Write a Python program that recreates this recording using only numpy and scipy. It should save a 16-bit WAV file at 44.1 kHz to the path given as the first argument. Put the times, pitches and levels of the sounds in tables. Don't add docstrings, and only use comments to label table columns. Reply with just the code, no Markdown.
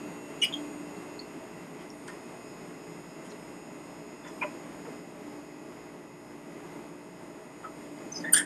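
import sys
import numpy as np
from scipy import signal
from scipy.fft import rfft, irfft, next_fast_len
from scipy.io import wavfile

SR = 44100
rng = np.random.default_rng(int(sys.argv[2]) if len(sys.argv) > 2 else 0)


def file_out(sig):
    cols = np.atleast_2d(sig).T
    lim = np.clip(cols, -1, 1)
    pcm = np.round(lim * 32767).astype(np.int16)
    wavfile.write(sys.argv[1], SR, pcm)


N = 372644
TIME = np.arange(N) / SR
CUTOFF_HZ = 15700


def from_db(db):
    return 10 ** (np.asarray(db) / 20)


def rms_one(x):
    return x / np.sqrt(np.mean(x ** 2) + 1e-20)


def at_hz(points, hz):
    known_hz, db = np.transpose(points)
    return np.interp(np.log(np.maximum(hz, 1)), np.log(known_hz), db)


def in_time(points):
    return np.interp(TIME, *np.transpose(points))


def drift(rate, size=N):
    place = np.arange(size) / SR * rate + rng.random()
    knots = np.sqrt(3) * rng.uniform(-1, 1, int(size / SR * rate) + 3)
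    step = place.astype(int)
    ease = (place - step) ** 2 * (3 - 2 * (place - step))
    return knots[step] * (1 - ease) + knots[step + 1] * ease


def resonate(x, hz, width_hz, passes=1):
    r = np.exp(-np.pi * width_hz / SR)
    feedback = [1, -2 * r * np.cos(2 * np.pi * hz / SR), r * r]
    for _ in range(passes):
        x = signal.lfilter(np.array([1, 0, -1]) * (1 - r * r) / 2, feedback, x)
    return x


def contact(length_s, edge=0.19):
    t = np.arange(int(length_s * SR)) / SR
    ramp = np.clip(np.minimum(t, length_s - t) / (edge * length_s), 0, 1)
    return rms_one(np.sin(np.pi / 2 * ramp) ** 2)


def add(out, start_s, sound):
    span = out[int(start_s * SR):][:len(sound)]
    span += sound[:len(span)]


def chamber(x, t60_s=0.17, build_up_s=0.0055, wall_hz=7000):
    t = TIME[:SR // 2]
    echoes = rng.standard_normal(len(t)) * from_db(-60 * t / t60_s) * np.minimum(t / build_up_s, 1) ** 2
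    walls = signal.butter(1, wall_hz, fs=SR, output="sos")
    return signal.fftconvolve(x, signal.sosfilt(walls, echoes / np.linalg.norm(echoes)))[:N]


def fan(exposure_db, rush_db=-47.5, flutter_db=1.16):
    # frequency_hz, relative_density_db
    air_spectrum = [(20, -26), (80, -19.5), (112, -16.5), (160, -3), (330, 0), (490, -7.5), (1000, -10),
                    (1600, -17), (2100, -18), (3000, -23.5), (4200, -32), (7700, -34), (11500, -35),
                    (15000, -53.5)]
    # pitch_hz, width_hz, base_level_db
    cabinet_modes = [(260.3, 9.5, -61), (329.7, 14.2, -57), (418.8, 7.2, -56.5), (595, 15.5, -60.5),
                     (639.6, 13.8, -58.5), (2065, 64, -65.5), (6760, 270, -72), (8620, 150, -78),
                     (9760, 100, -80), (14250, 250, -99)]
    # time_s, level_db
    low_band_curve = [(0, -52), (.45, -69), (.9, -51.5), (1.25, -69), (1.6, -51), (1.95, -64.5),
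                      (2.95, -52), (3.7, -60.5), (4.6, -57), (6, -66.5), (6.7, -57), (7.7, -71),
                      (8.3, -51.5)]
    size = next_fast_len(N)
    colour = from_db(at_hz(air_spectrum, np.fft.rfftfreq(size, 1 / SR)))
    rush = rms_one(irfft(rfft(rng.standard_normal(size)) * colour, size)[:N])
    turbulence = rng.standard_normal(N)

    def stirred(hz, width_hz):
        return rms_one(resonate(turbulence, hz, 2 * width_hz, passes=2))

    rings = sum(from_db(db) * stirred(hz, width) for hz, width, db in cabinet_modes)
    low_band = from_db(in_time(low_band_curve)) * stirred(hz=169.2, width_hz=13)
    return from_db(exposure_db + flutter_db * drift(10)) * (from_db(rush_db) * rush + rings) + low_band


def hum():
    # pitch_hz, level_db
    tones = [(29.5, -95), (120, -70), (149, -64), (360, -59.5)]
    return sum(np.sqrt(2) * from_db(db) * np.sin(2 * np.pi * (hz * TIME + rng.random()))
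               for hz, db in tones)


def leading_whines(turns, throb, flutter_db=1.8):
    # time_s, base_level_db
    low = [(0, -62.5), (.65, -63), (1.3, -64.5), (1.8, -71.5), (3.2, -67), (4.4, -69), (5.3, -74),
           (8.2, -75)]
    mid = [(0, -87), (.6, -79), (1.2, -69.5), (1.9, -81), (2.1, -66.5), (4.9, -69.5), (6, -73.5),
           (6.8, -73.5), (8, -75)]
    high = [(0, -67), (.5, -60), (1.3, -67.5), (1.5, -70), (2, -71), (2.25, -65.5), (4.5, -66), (6.1, -73),
            (7.5, -71), (8.2, -65)]
    shrill = [(0, -71), (.8, -64), (1.6, -73), (2.1, -69.5), (4.9, -70), (5.3, -77), (6, -88), (6.6, -80),
              (7.4, -73), (8.2, -69)]
    thin = [(0, -75), (1.65, -88), (1.85, -70), (3.9, -82), (5.2, -76), (8.2, -74)]

    def whine(harmonic, curve, throb_depth):
        gain = np.sqrt(2) * from_db(in_time(curve) + flutter_db * drift(16)) * (1 + throb_depth * throb)
        return gain * np.sin(2 * np.pi * (harmonic * turns + rng.random()))

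    return (whine(46, low, 0) + whine(87, mid, .24) + whine(116, high, .05)
            + whine(145, shrill, .1) + whine(164, thin, .15))


def compressor(exposure_db, shaft_hz=58.94, mains_hz=60, wobble_hz=0.0146, throb_peak_s=4.42,
               wander=0.23, uneven_db=7.5, waver_db=2.2):
    # frequency_hz, base_level_db
    buzz_spectrum = [(59, -79), (180, -72), (400, -59), (650, -108), (800, -71.5), (1300, -82.5),
                     (2200, -86), (3100, -101), (3900, -90), (5800, -99), (6700, -92), (9700, -99),
                     (11400, -100), (12800, -99), (15000, -115)]
    # harmonic, base_level_db
    drone_partials = [(3, -67), (5, -52), (6, -64), (7, -69), (9, -68.5), (10, -73), (11, -73.5)]
    # harmonic (the nearest is used), base_level_db, throb_depth
    whine_partials = [(33, -68.5, 0.1), (34, -74, 0), (35, -72.5, 0.14), (36, -87, 0), (43, -67.5, 0),
                      (76.1, -79, 0.04), (79.3, -84, 0.2), (81, -85, 0.5), (83.5, -76, 0), (85.9, -77, 0.1),
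                      (91.4, -77.5, 0), (108, -92, 0.2), (112, -76, 0.1), (113.6, -69.5, 0), (120, -79, 0),
                      (126, -80.5, 0), (140, -82, 0.1), (142, -82, 0.2), (146.2, -77, 0), (151, -86, 0.1),
                      (164, -89, 0.3), (166, -86, 0.2), (168, -84, 0), (193, -85, 0.4), (194, -78.5, 0),
                      (196, -86, 0.2)]
    # time_s, gain_db
    drone_curve = [(0, 8), (.2, 3.5), (.43, -13), (.58, 13), (.9, 1.5), (1.08, 0.5), (1.8, -7), (2.0, 5),
                   (2.25, -10), (2.65, -5), (3.5, -4), (4.25, -0.5), (4.45, 2), (5.1, -1.5), (5.3, 3),
                   (5.6, -2.5), (6.15, -7), (6.35, 1), (7.0, 0.5), (7.6, -7), (7.95, 1.5), (8.35, 3.5)]
    drone_db = in_time(drone_curve) + waver_db * drift(9)
    harmonics = np.arange(1, 255)
    hz = harmonics * shaft_hz
    level_db = at_hz(buzz_spectrum, hz) + uneven_db * (2 * rng.random(len(hz)) - 1)
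    throb_depth = np.full(len(hz), .3)
    for harmonic, db in drone_partials:
        level_db[np.argmin(abs(harmonics - harmonic))] = db
    for harmonic, db, depth in whine_partials:
        nearest = np.argmin(abs(harmonics - harmonic))
        level_db[nearest], throb_depth[nearest] = db, depth
    partials = from_db(level_db) * np.exp(2j * np.pi * rng.random(len(hz)))
    turns = np.cumsum(shaft_hz + wobble_hz * drift(5)) / SR
    throb_hz = 2 * (mains_hz - shaft_hz)
    throb = np.cos(2 * np.pi * throb_hz * (TIME - throb_peak_s))

    def cycle(weights, size=4096):
        shape = irfft(np.r_[0, weights], size) * size / np.sqrt(2)
        return np.interp(turns % 1 * size, np.arange(size + 1), np.r_[shape, shape[0]])

    def wavering(weights):
        changes = sum(cycle(weights * np.exp(2j * np.pi * rng.random(len(weights)))) * drift(7)
                      for _ in range(2))
        return cycle(weights) + wander * changes

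    def throbbing(weights):
        return wavering(weights) + throb * cycle(weights * throb_depth)

    strongest, high = harmonics == 5, hz > 2400
    drone = from_db(drone_db) * wavering(partials * strongest)
    whine = from_db(exposure_db) * throbbing(partials * high) + leading_whines(turns, throb)
    buzz = throbbing(partials * ~(strongest | high))
    return drone + whine + buzz


def rubs(catches_per_s=7000, spread_db=5.5):
    # start_s, length_s, level_db, low_hz, high_hz
    strokes = [(0.412, 0.049, -36.5, 2750, 3300), (0.424, 0.033, -38.5, 2400, 2780),
               (0.425, 0.027, -44, 8000, 9800), (0.438, .012, -53, 13600, 14800),
               (.44, .018, -56, 10300, 11200), (1.783, 0.066, -62, 1500, 5000),
               (2.075, 0.033, -48, 1000, 1980), (2.075, 0.031, -60, 3200, 9600),
               (2.076, 0.0085, -56.5, 3000, 9400), (3.243, 0.038, -63.5, 3000, 10000),
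               (3.293, 0.022, -63.5, 5230, 6600), (4.241, 0.052, -51.5, 500, 1910),
               (4.272, .02, -62, 5500, 7000), (4.411, 0.036, -41.5, 845, 1360),
               (4.421, .02, -41, 2130, 2530), (4.419, .02, -57, 2750, 2950),
               (4.848, 0.026, -53.5, 500, 1500), (7.623, 0.049, -51, 550, 1500),
               (8.13, 0.34, -48, 148, 263), (8.321, .025, -41, 12600, 14200),
               (8.337, 0.023, -39, 3000, 3400), (8.357, 0.045, -41, 2870, 3600),
               (8.362, 0.027, -37.5, 5000, 9600), (8.361, 0.066, -36.5, 1470, 1800),
               (8.387, .04, -44, 7500, 9600), (8.357, 0.038, -55, 12400, 14600)]
    # pitch_hz, width_hz, gain_db
    holder_modes = [(600, 220, 3), (994, 104, 8), (1366, 140, 7), (1780, 720, 8), (2220, 590, 8),
                    (3170, 200, 8.5), (5000, 510, 4), (6750, 610, 1), (7800, 890, 3), (8800, 910, 6),
                    (10900, 630, 2.5), (13600, 380, -10), (14200, 1100, -14)]
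    out = np.zeros(N)
    for start_s, length_s, db, low_hz, high_hz in strokes:
        envelope = contact(length_s)
        n = len(envelope)
        catches = (rng.random(n) < catches_per_s / SR) * rng.choice([-1, 1], n)
        strength = from_db(spread_db * (2 * rng.random(n) - 1))
        force = np.r_[catches * strength * envelope, np.zeros(512)]
        body = sum((-1) ** k * from_db(mode_db) * resonate(force, hz, width)
                   for k, (hz, width, mode_db) in enumerate(holder_modes))
        sound = signal.sosfilt(signal.butter(2, [low_hz, high_hz], "band", fs=SR, output="sos"), body)
        add(out, start_s, from_db(db) * rms_one(sound) * np.sqrt(len(sound) / n))
    return out


def ticks():
    # start_s, pitch_hz, peak_db, rise_s
    taps = [(0.4266, 3100, -34, 0.0014), (0.4364, 2320, -25, 0.0011), (.4425, 3100, -35, .0006),
            (0.4422, 9000, -27, .0004), (.448, 4800, -33, .0012), (.971, 4350, -51, .0008),
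            (1.192, 4330, -34.5, 0.0018), (1.199, 4500, -35.5, .001), (1.902, 5500, -40, 0.00094),
            (3.263, 9300, -54, 0.00045), (3.315, 4280, -47, .0005), (3.322, 4000, -47, .0005),
            (4.441, 595, -30.5, 0.01), (7.987, 4800, -51, .001)]
    out, t = np.zeros(N), TIME[:SR // 10]
    for start_s, hz, db, rise_s in taps:
        envelope = t / rise_s * np.exp(1 - t / rise_s)
        add(out, start_s, from_db(db) * envelope * np.sin(2 * np.pi * hz * t))
    return out


def stick_slip(length_s, hz, roughness, fall_db, grip_db, grips_per_s=300, glide_octaves=0, swell_db=0):
    envelope = contact(length_s)
    size = len(envelope)
    progress = np.linspace(-.5, .5, size)
    pitch_hz = hz * 2 ** (glide_octaves * progress) * (1 + roughness * drift(650, size))
    phase = 2 * np.pi * np.cumsum(pitch_hz) / SR
    harmonics = np.arange(1, max(int(CUTOFF_HZ / hz), 1) + 1)[:, None]
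    gains = from_db(-fall_db * np.log2(harmonics))
    tone = np.sum(gains * np.sin(harmonics * phase + 2 * np.pi * rng.random(harmonics.shape)), axis=0)
    grip = from_db(swell_db * progress + grip_db * drift(grips_per_s, size))
    return envelope * rms_one(tone * grip)


def squeaks():
    # start_s, length_s, pitch_hz, level_db, fall_db_per_octave, roughness, glide_octaves
    chirps = [(0.416, 0.031, 2915, -26, 22, 0.0097, -0.017), (0.424, 0.019, 2405, -32, 33, 0.054, 0),
              (0.413, 0.025, 6400, -44, 35, .006, 0), (0.42, .016, 5670, -44, 35, .02, 0.011),
              (.415, 0.013, 8950, -44, 35, .012, .04), (.425, .014, 8150, -43, 35, .015, 0),
              (0.434, 0.033, 4960, -43.5, 35, .04, -0.014), (0.524, 0.015, 3350, -40, 24, .05, 0),
              (0.537, 0.0128, 3240, -32.5, 18.5, 0.011, 0), (4.23, .085, 3450, -61, 25, 0.023, -0.017),
              (4.411, 0.033, 2465, -33.5, 50, 0.024, .12), (4.422, 0.015, 1020, -37, 25, 0.036, 0),
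              (4.863, 0.029, 473, -44.5, 14, .043, 0.027), (7.641, 0.03, 1288, -41.5, 40, 0.053, -.07),
              (8.119, 0.015, 6090, -40, 52, 0.01, -0.0062), (8.138, 0.057, 5180, -47, 38, .015, -0.014),
              (8.143, 0.052, 6120, -45.5, 59, 0.017, -0.0069), (8.156, 0.018, 5000, -39, 38, 0.012, 0.032),
              (8.198, .022, 4800, -54, 42, 0.049, 0.023), (8.236, 0.069, 1816, -37, 38, 0.051, 0.11),
              (8.245, 0.015, 3540, -53, 38, .015, .05)]
    out = np.zeros(N)
    for start_s, length_s, hz, db, fall_db, roughness, glide in chirps:
        chirp = stick_slip(length_s, hz, roughness, fall_db, grip_db=3.5, glide_octaves=glide)
        add(out, start_s, from_db(db) * chirp)
    return out


def clatter(spread_db=1.0):
    # start_s, peak_db
    knocks = [(8.362, -18), (8.367, -17), (8.374, -17), (8.380, -18), (8.387, -20), (8.402, -27)]
    # pitch_hz, width_hz, gain_db
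    plate_modes = [(3000, 220, -5), (3300, 250, -3), (5000, 240, -8), (5500, 210, -2), (7200, 260, 2),
                   (7750, 260, -2), (8400, 260, -4), (9270, 380, 5), (10600, 240, 3), (12300, 240, -9),
                   (14300, 400, -23)]
    out, click = np.zeros(N), signal.unit_impulse(2048)
    for start_s, db in knocks:
        ring = sum(rng.choice([-1, 1]) * from_db(mode_db + spread_db * rng.standard_normal())
                   * resonate(click, hz, width, passes=2) for hz, width, mode_db in plate_modes)
        add(out, start_s, from_db(db) * ring / np.max(abs(ring)))
    return out


def hinge(lift_s=8.343, lead_s_per_khz=0.0017):
    # pitch_hz, level_db, length_s
    hinge_modes = [(4750, -32.5, 0.014), (7100, -34, 0.017), (8760, -30, .03), (8950, -17.5, 0.038),
                   (10870, -30, 0.017), (12700, -31, .016)]
    # start_s, length_s, pitch_hz, level_db, roughness, fall_db_per_octave
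    judders = [(8.332, 0.023, 1637, -28, 0.074, 5.5), (8.357, 0.031, 1708, -29.5, 0.088, 11),
               (8.359, 0.06, 9000, -34, 0.015, 31), (8.397, 0.0092, 1746, -33, .06, 22)]
    out = np.zeros(N)
    for hz, db, length_s in hinge_modes:
        shriek = stick_slip(length_s, hz, roughness=0.0067, fall_db=30, grip_db=5, swell_db=1)
        add(out, lift_s - lead_s_per_khz * hz / 1000, from_db(db) * shriek)
    for start_s, length_s, hz, db, roughness, fall_db in judders:
        judder = stick_slip(length_s, hz, roughness, fall_db, grip_db=4, grips_per_s=523)
        add(out, start_s, from_db(db) * judder)
    return out


def scene(follow=0.87, echo_db=-6, tick_echo_db=-8):
    # time_s, relative_level_db
    exposure_curve = [(0.0, -55.5), (0.2, -58.5), (0.61, -56), (1.06, -59.5), (1.6, -60.5), (2.44, -59.5),
                      (3.99, -61.5), (4.42, -58), (5.03, -61), (5.35, -61.5), (6.16, -64), (6.72, -61),
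                      (7.47, -64), (7.81, -59.5), (8.1, -59.5)]
    openness_db = in_time(exposure_curve)
    exposure_db = follow * (openness_db - openness_db.mean())
    machine = compressor(exposure_db) + hum() + fan(exposure_db)
    handling = squeaks() + hinge() + rubs() + clatter()
    taps = ticks()
    echoes = chamber(from_db(echo_db) * handling + from_db(tick_echo_db) * taps)
    return (machine + handling + taps + echoes)[None]


def record(dry):
    return signal.sosfilt(signal.ellip(12, .1, 80, CUTOFF_HZ, fs=SR, output="sos"), dry)


dry = scene()
out = record(dry)
file_out(out)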